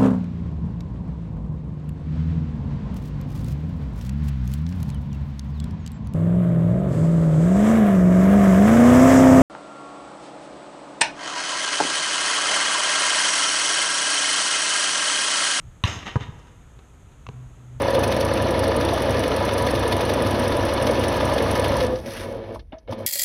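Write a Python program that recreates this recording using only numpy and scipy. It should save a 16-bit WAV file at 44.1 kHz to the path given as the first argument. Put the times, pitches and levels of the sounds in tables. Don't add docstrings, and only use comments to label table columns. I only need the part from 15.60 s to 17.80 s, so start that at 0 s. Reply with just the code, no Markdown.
import sys
import numpy as np
from scipy import signal
from scipy.fft import rfft, irfft
from scipy.io import wavfile

SR = 44100
rng = np.random.default_rng(int(sys.argv[2]) if len(sys.argv) > 2 else 0)


def master(y):
    cut = np.clip(np.atleast_2d(y).T, -1, 1)
    pcm = np.round(cut * 32767)
    wavfile.write(sys.argv[1], SR, pcm.astype(np.int16))


N = 97020
T = np.arange(N) / SR

# f/Hz, level/dB
AIR_SPECTRUM = [(15, -33), (25, -2.5), (64, 4), (82, -6.5), (113, -1.5), (169, -9), (188, -13.5),
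                (240, -12.5), (359, -18.5), (582, -22), (1200, -26), (1300, -21), (1450, -27), (2300, -32),
                (3530, -34.5), (5580, -51.5), (6550, -33.5), (12500, -49), (15500, -59.5)]
# t/s, level/dB, fade/s (a fade is the time to fall by 60 dB)
FRAME_CRACKS = [(0.2376, -19.5, 0.027), (0.2476, -28.5, 0.19)]
# f/Hz, level/dB
CRACK_SPECTRUM = [(300, -30), (600, -17), (1050, 3), (1420, -8), (1800, 4.5), (2300, -8), (2800, 9.5),
                  (3300, -6.5), (3700, -2), (4050, 0), (4300, -17), (5000, -16), (6400, -15), (7000, -32),
                  (8500, -22), (15000, -41.5)]
# f/Hz, relative level/dB, fade/s
CLANG_TONES = [(978, -5, 0.058), (1150, 0.5, 0.043), (1680, 0.5, .022), (1834, 1, 0.019),
               (2070, -20, 0.031), (2654, 1, 0.019), (3070, 3.5, 0.021), (3179, -6, 0.028), (3550, 0, .015),
               (3630, 1.5, 0.0088), (3940, -13, 0.012), (4140, -4.5, 0.014)]
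# f/Hz, relative level/dB
METAL_TONES = [(953, 0), (1161, -5.5), (1270, -22), (1360, -7), (1566, -3.5), (1841, -3.5), (2108, -7),
               (2181, -7), (2654, -12), (2731, -4), (2859, -25), (3000, -1.5), (3090, -5), (3490, -3),
               (3704, 1), (4070, -3.5), (5825, -5), (6465, -9.5)]
# t/s, thud level/dB, thud f/Hz, thud cutoff/Hz, slap level/dB, slap fade/s, ring level/dB
BALL_HITS = [(0.2382, -12.5, 96, 191, -27, 0.012, -46.5), (0.5576, -11.5, 115, 1780, -31.5, 0.2, -27.5),
             (1.688, -28.5, 120, 1480, -34.5, .015, -46.5)]
# f/Hz, level/dB
SLAP_SPECTRUM = [(200, 10.5), (500, -6), (1100, 11.5), (1800, -27), (2500, -5), (3800, -19.5), (4800, -19),
                 (6400, -15), (8500, -32), (15000, -41)]
# f/Hz, relative level/dB, fade/s
BALL_TONES = [(230, 1, 0.05), (288.2, -37, 0.084), (416, -4.5, 0.15), (485.5, -5, 0.11), (827, -4, 0.096),
              (964, 2.5, 0.0714), (1040, -7, 0.027), (1217, -4, 0.074), (1530, -8, 0.054),
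              (1650, -6, 0.054)]
# t/s, level/dB, rise/s, fade/s, treble change/dB
RATTLE_BURSTS = [(.25, -30, 0.0033, 0.44, -3), (0.268, -31.5, 0.014, 0.55, 0),
                 (.325, -39.5, 0.0077, 0.26, 4.5), (0.421, -38, 0.0095, 0.059, -17),
                 (0.453, -30.5, 0.015, 0.26, -8), (0.59, -37, 0.026, 0.19, -9.5),
                 (0.786, -56.5, 0.0061, 0.16, 3), (0.866, -54.5, 0.0064, 0.15, -2)]
# f/Hz, level/dB
RATTLE_SPECTRUM = [(120, -6), (230, 5), (400, -1), (620, -2.5), (950, -2.5), (1250, 1), (1480, -4.5),
                   (1900, 0.5), (2300, -3.5), (2950, -0.5), (3350, -4.5), (3850, -5.5), (4400, -19),
                   (5000, -7), (6100, -11), (6450, 1.5), (6750, -15), (7200, -12), (8000, -22),
                   (10000, -27.5), (13000, -36), (15000, -54)]
# delay/s, level/dB, cutoff/Hz
HOUSE_ECHOES = [(.043, -20.5, 250), (.052, -17, 900), (.126, -15, 250), (.139, -31, 197)]
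# f/Hz, level/dB
TAIL_SPECTRUM = [(50, 2.5), (130, -9), (300, -4.5), (1000, -1.5), (3000, -5), (6000, -6), (14000, -21)]
# t/s, scuff level/dB, scuff fade/s, knock f/Hz, knock level/dB
SHOE_TOUCHES = [(1.19, -50.5, .045, 395, -42), (1.519, -58, 0.12, 464, -58),
                (1.666, -35, 0.019, 2674, -42.5), (1.6882, -37, .012, 446, -30.5)]
# f/Hz, level/dB
SCUFF_SPECTRUM = [(200, -2), (600, -14), (1100, 3.5), (1900, -10), (2600, -2.5), (3200, -8), (3900, -5.5),
                  (5000, -21.5), (6500, -16), (10000, -58.5), (15000, -46)]
# t/s, half-length/s, level/dB
WIND_PUFFS = [(1.416, 0.065, -48), (1.888, 0.053, -43.5), (2.166, 0.055, -41)]
# f/Hz, level/dB
WIND_SPECTRUM = [(20, -4), (45, 3), (75, 0), (130, -11), (300, -33), (1000, -70)]
# t/s, relative level/dB
DRONE_LEVELS = [(1.6, -48.5), (1.606, -63), (1.62, -52), (1.682, -42), (1.824, -36), (1.968, -47),
                (2.078, -39), (2.182, -33.5), (2.2, -53)]


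def from_db(db):
    return 10 ** (np.asarray(db) / 20)


def rms_one(x):
    return x / np.sqrt(np.mean(x ** 2) + 1e-20)


def spectrum_gains(spectrum, size):
    hz, db = np.transpose(spectrum)
    bins = np.maximum(np.arange(size // 2 + 1) * SR / size, 1)
    return bins, from_db(np.interp(np.log(bins), np.log(hz), db))


def colour(x, spectrum):
    bins, gains = spectrum_gains(spectrum, N)
    low_cut = bins ** 2 / (bins ** 2 + 20 ** 2)
    return rms_one(irfft(rfft(x) * gains * low_cut, N))


def noise(spectrum):
    return colour(rng.standard_normal(N), spectrum)


def sharp_pulse(spectrum, size=2048):
    _, gains = spectrum_gains(spectrum, size)
    cepstrum = irfft(np.log(gains))
    cepstrum[size // 2:] = 0
    pulse = irfft(np.exp(2 * rfft(cepstrum)))
    return pulse / np.linalg.norm(pulse)


def drift(per_s):
    return np.interp(T * per_s, np.arange(200), rng.standard_normal(200))


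def low_pass(x, hz):
    return signal.sosfilt(signal.butter(2, hz, fs=SR, output="sos"), x + 1e-18)


def dying(start, fade, rise=0.00041):
    age = T - start
    return np.clip(age / rise, 0, 1) * from_db(-60 * np.maximum(age - rise, 0) / fade)


def ring(tones, start):
    return sum((-1) ** k * from_db(db) * dying(start, fade) * np.sin(2 * np.pi * hz * (T - start))
               for k, (hz, db, fade) in enumerate(tones))


def resonate(x, response):
    return signal.fftconvolve(x, response / np.linalg.norm(response))[:N]


def town_air():
    air = from_db(-48) * noise(AIR_SPECTRUM)
    waver = low_pass(air, hz=260) * (from_db(4.5 * drift(per_s=11.78)) - 1)
    hiss_hz, width_hz = 6510, 510
    hiss_band = signal.iirpeak(hiss_hz, hiss_hz / width_hz, fs=SR)
    hiss = rms_one(signal.lfilter(*hiss_band, rng.standard_normal(N)))
    return air + waver + from_db(-71.5) * hiss


def goal_frame():
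    hit_s = 0.2386
    contact = rng.standard_normal(N) * sum(from_db(db) * dying(t, fade) for t, db, fade in FRAME_CRACKS)
    contact[int(hit_s * SR)] += from_db(-2)
    crack = resonate(contact, sharp_pulse(CRACK_SPECTRUM))
    midrange = signal.butter(8, (750, 4150), "band", fs=SR, output="sos")
    clang = signal.sosfilt(midrange, ring(CLANG_TONES, hit_s) + 1e-18)
    return crack + from_db(-22.5) * clang + from_db(-39) * metal_ring(hit_s)


def metal_ring(start, fade=0.23):
    return ring([(hz, db, fade) for hz, db in METAL_TONES], start)


def ball():
    contact_swings, overtone_ratio = 1.8, 1.794
    out = 0
    for start, thud_db, hz, cutoff_hz, slap_db, slap_fade, ring_db in BALL_HITS:
        swings = np.maximum(T - start, 0) * hz
        contact = (T >= start) * np.exp(-np.minimum(swings / contact_swings, 2) ** 8)
        phase = 2 * np.pi * swings
        overtone = from_db(-13) * np.cos(overtone_ratio * phase)
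        thud = -from_db(thud_db) * low_pass((np.cos(phase) + overtone) * contact, cutoff_hz)
        slap = from_db(slap_db) * noise(SLAP_SPECTRUM) * dying(start, slap_fade) * contact
        out += thud + slap + from_db(ring_db) * ring(BALL_TONES, start)
    return out


def rattle():
    clinks_per_s, spread_db, treble_hz = 1300, 1.5, 4500
    out = 0
    for start, db, rise, fade, treble_db in RATTLE_BURSTS:
        sizes = from_db(spread_db * np.minimum(rng.exponential(1, N), 4))
        signs = rng.choice([-1, 1], N)
        clinks = rms_one(sizes * signs * (rng.random(N) < clinks_per_s / SR))
        wash = 0.61 * rng.standard_normal(N)
        spectrum = [(hz, level + treble_db * (hz > treble_hz)) for hz, level in RATTLE_SPECTRUM]
        out += from_db(db) * dying(start, fade, rise) * colour(clinks + wash, spectrum)
    return out + from_db(-15) * resonate(out, metal_ring(0))


def with_echoes(x):
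    echoes = sum(from_db(db) * low_pass(np.interp(T - delay, T, x, left=0), hz)
                 for delay, db, hz in HOUSE_ECHOES)
    tail = noise(TAIL_SPECTRUM) * dying(0, fade=1.25, rise=0.0446)
    return x + echoes + from_db(-18.5) * resonate(x, tail)


def shoes():
    out = 0
    for start, scuff_db, scuff_fade, knock_hz, knock_db in SHOE_TOUCHES:
        scuff = from_db(scuff_db) * noise(SCUFF_SPECTRUM) * dying(start, scuff_fade, rise=0.00058)
        knock = ring([(knock_hz, knock_db, 0.028)], start)
        out += scuff + knock
    return out


def wind():
    puffs = sum(from_db(db) * np.exp(-((T - t) / half) ** 2) for t, half, db in WIND_PUFFS)
    return noise(WIND_SPECTRUM) * puffs


def drone():
    pitch_hz = 124.3 * (1 + 0.0119 * drift(per_s=14.95))
    phase = 2 * np.pi * np.cumsum(pitch_hz) / SR
    hum = np.sin(phase) + from_db(-20.5) * np.sin(2 * phase)
    times, db = np.transpose(DRONE_LEVELS)
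    fade_in = np.interp(T, [times[0] - 0.12, times[0]], [0, 1])
    return hum * fade_in * from_db(np.interp(T, times, db))


def scene():
    play = ball() + goal_frame() + rattle() + shoes()
    return (with_echoes(play) + town_air() + drone() + wind())[None]


def record(dry):
    cutoff_hz = 15800
    return signal.sosfilt(signal.cheby2(12, 70, cutoff_hz, fs=SR, output="sos"), dry)


dry = scene()
out = record(dry)
master(out)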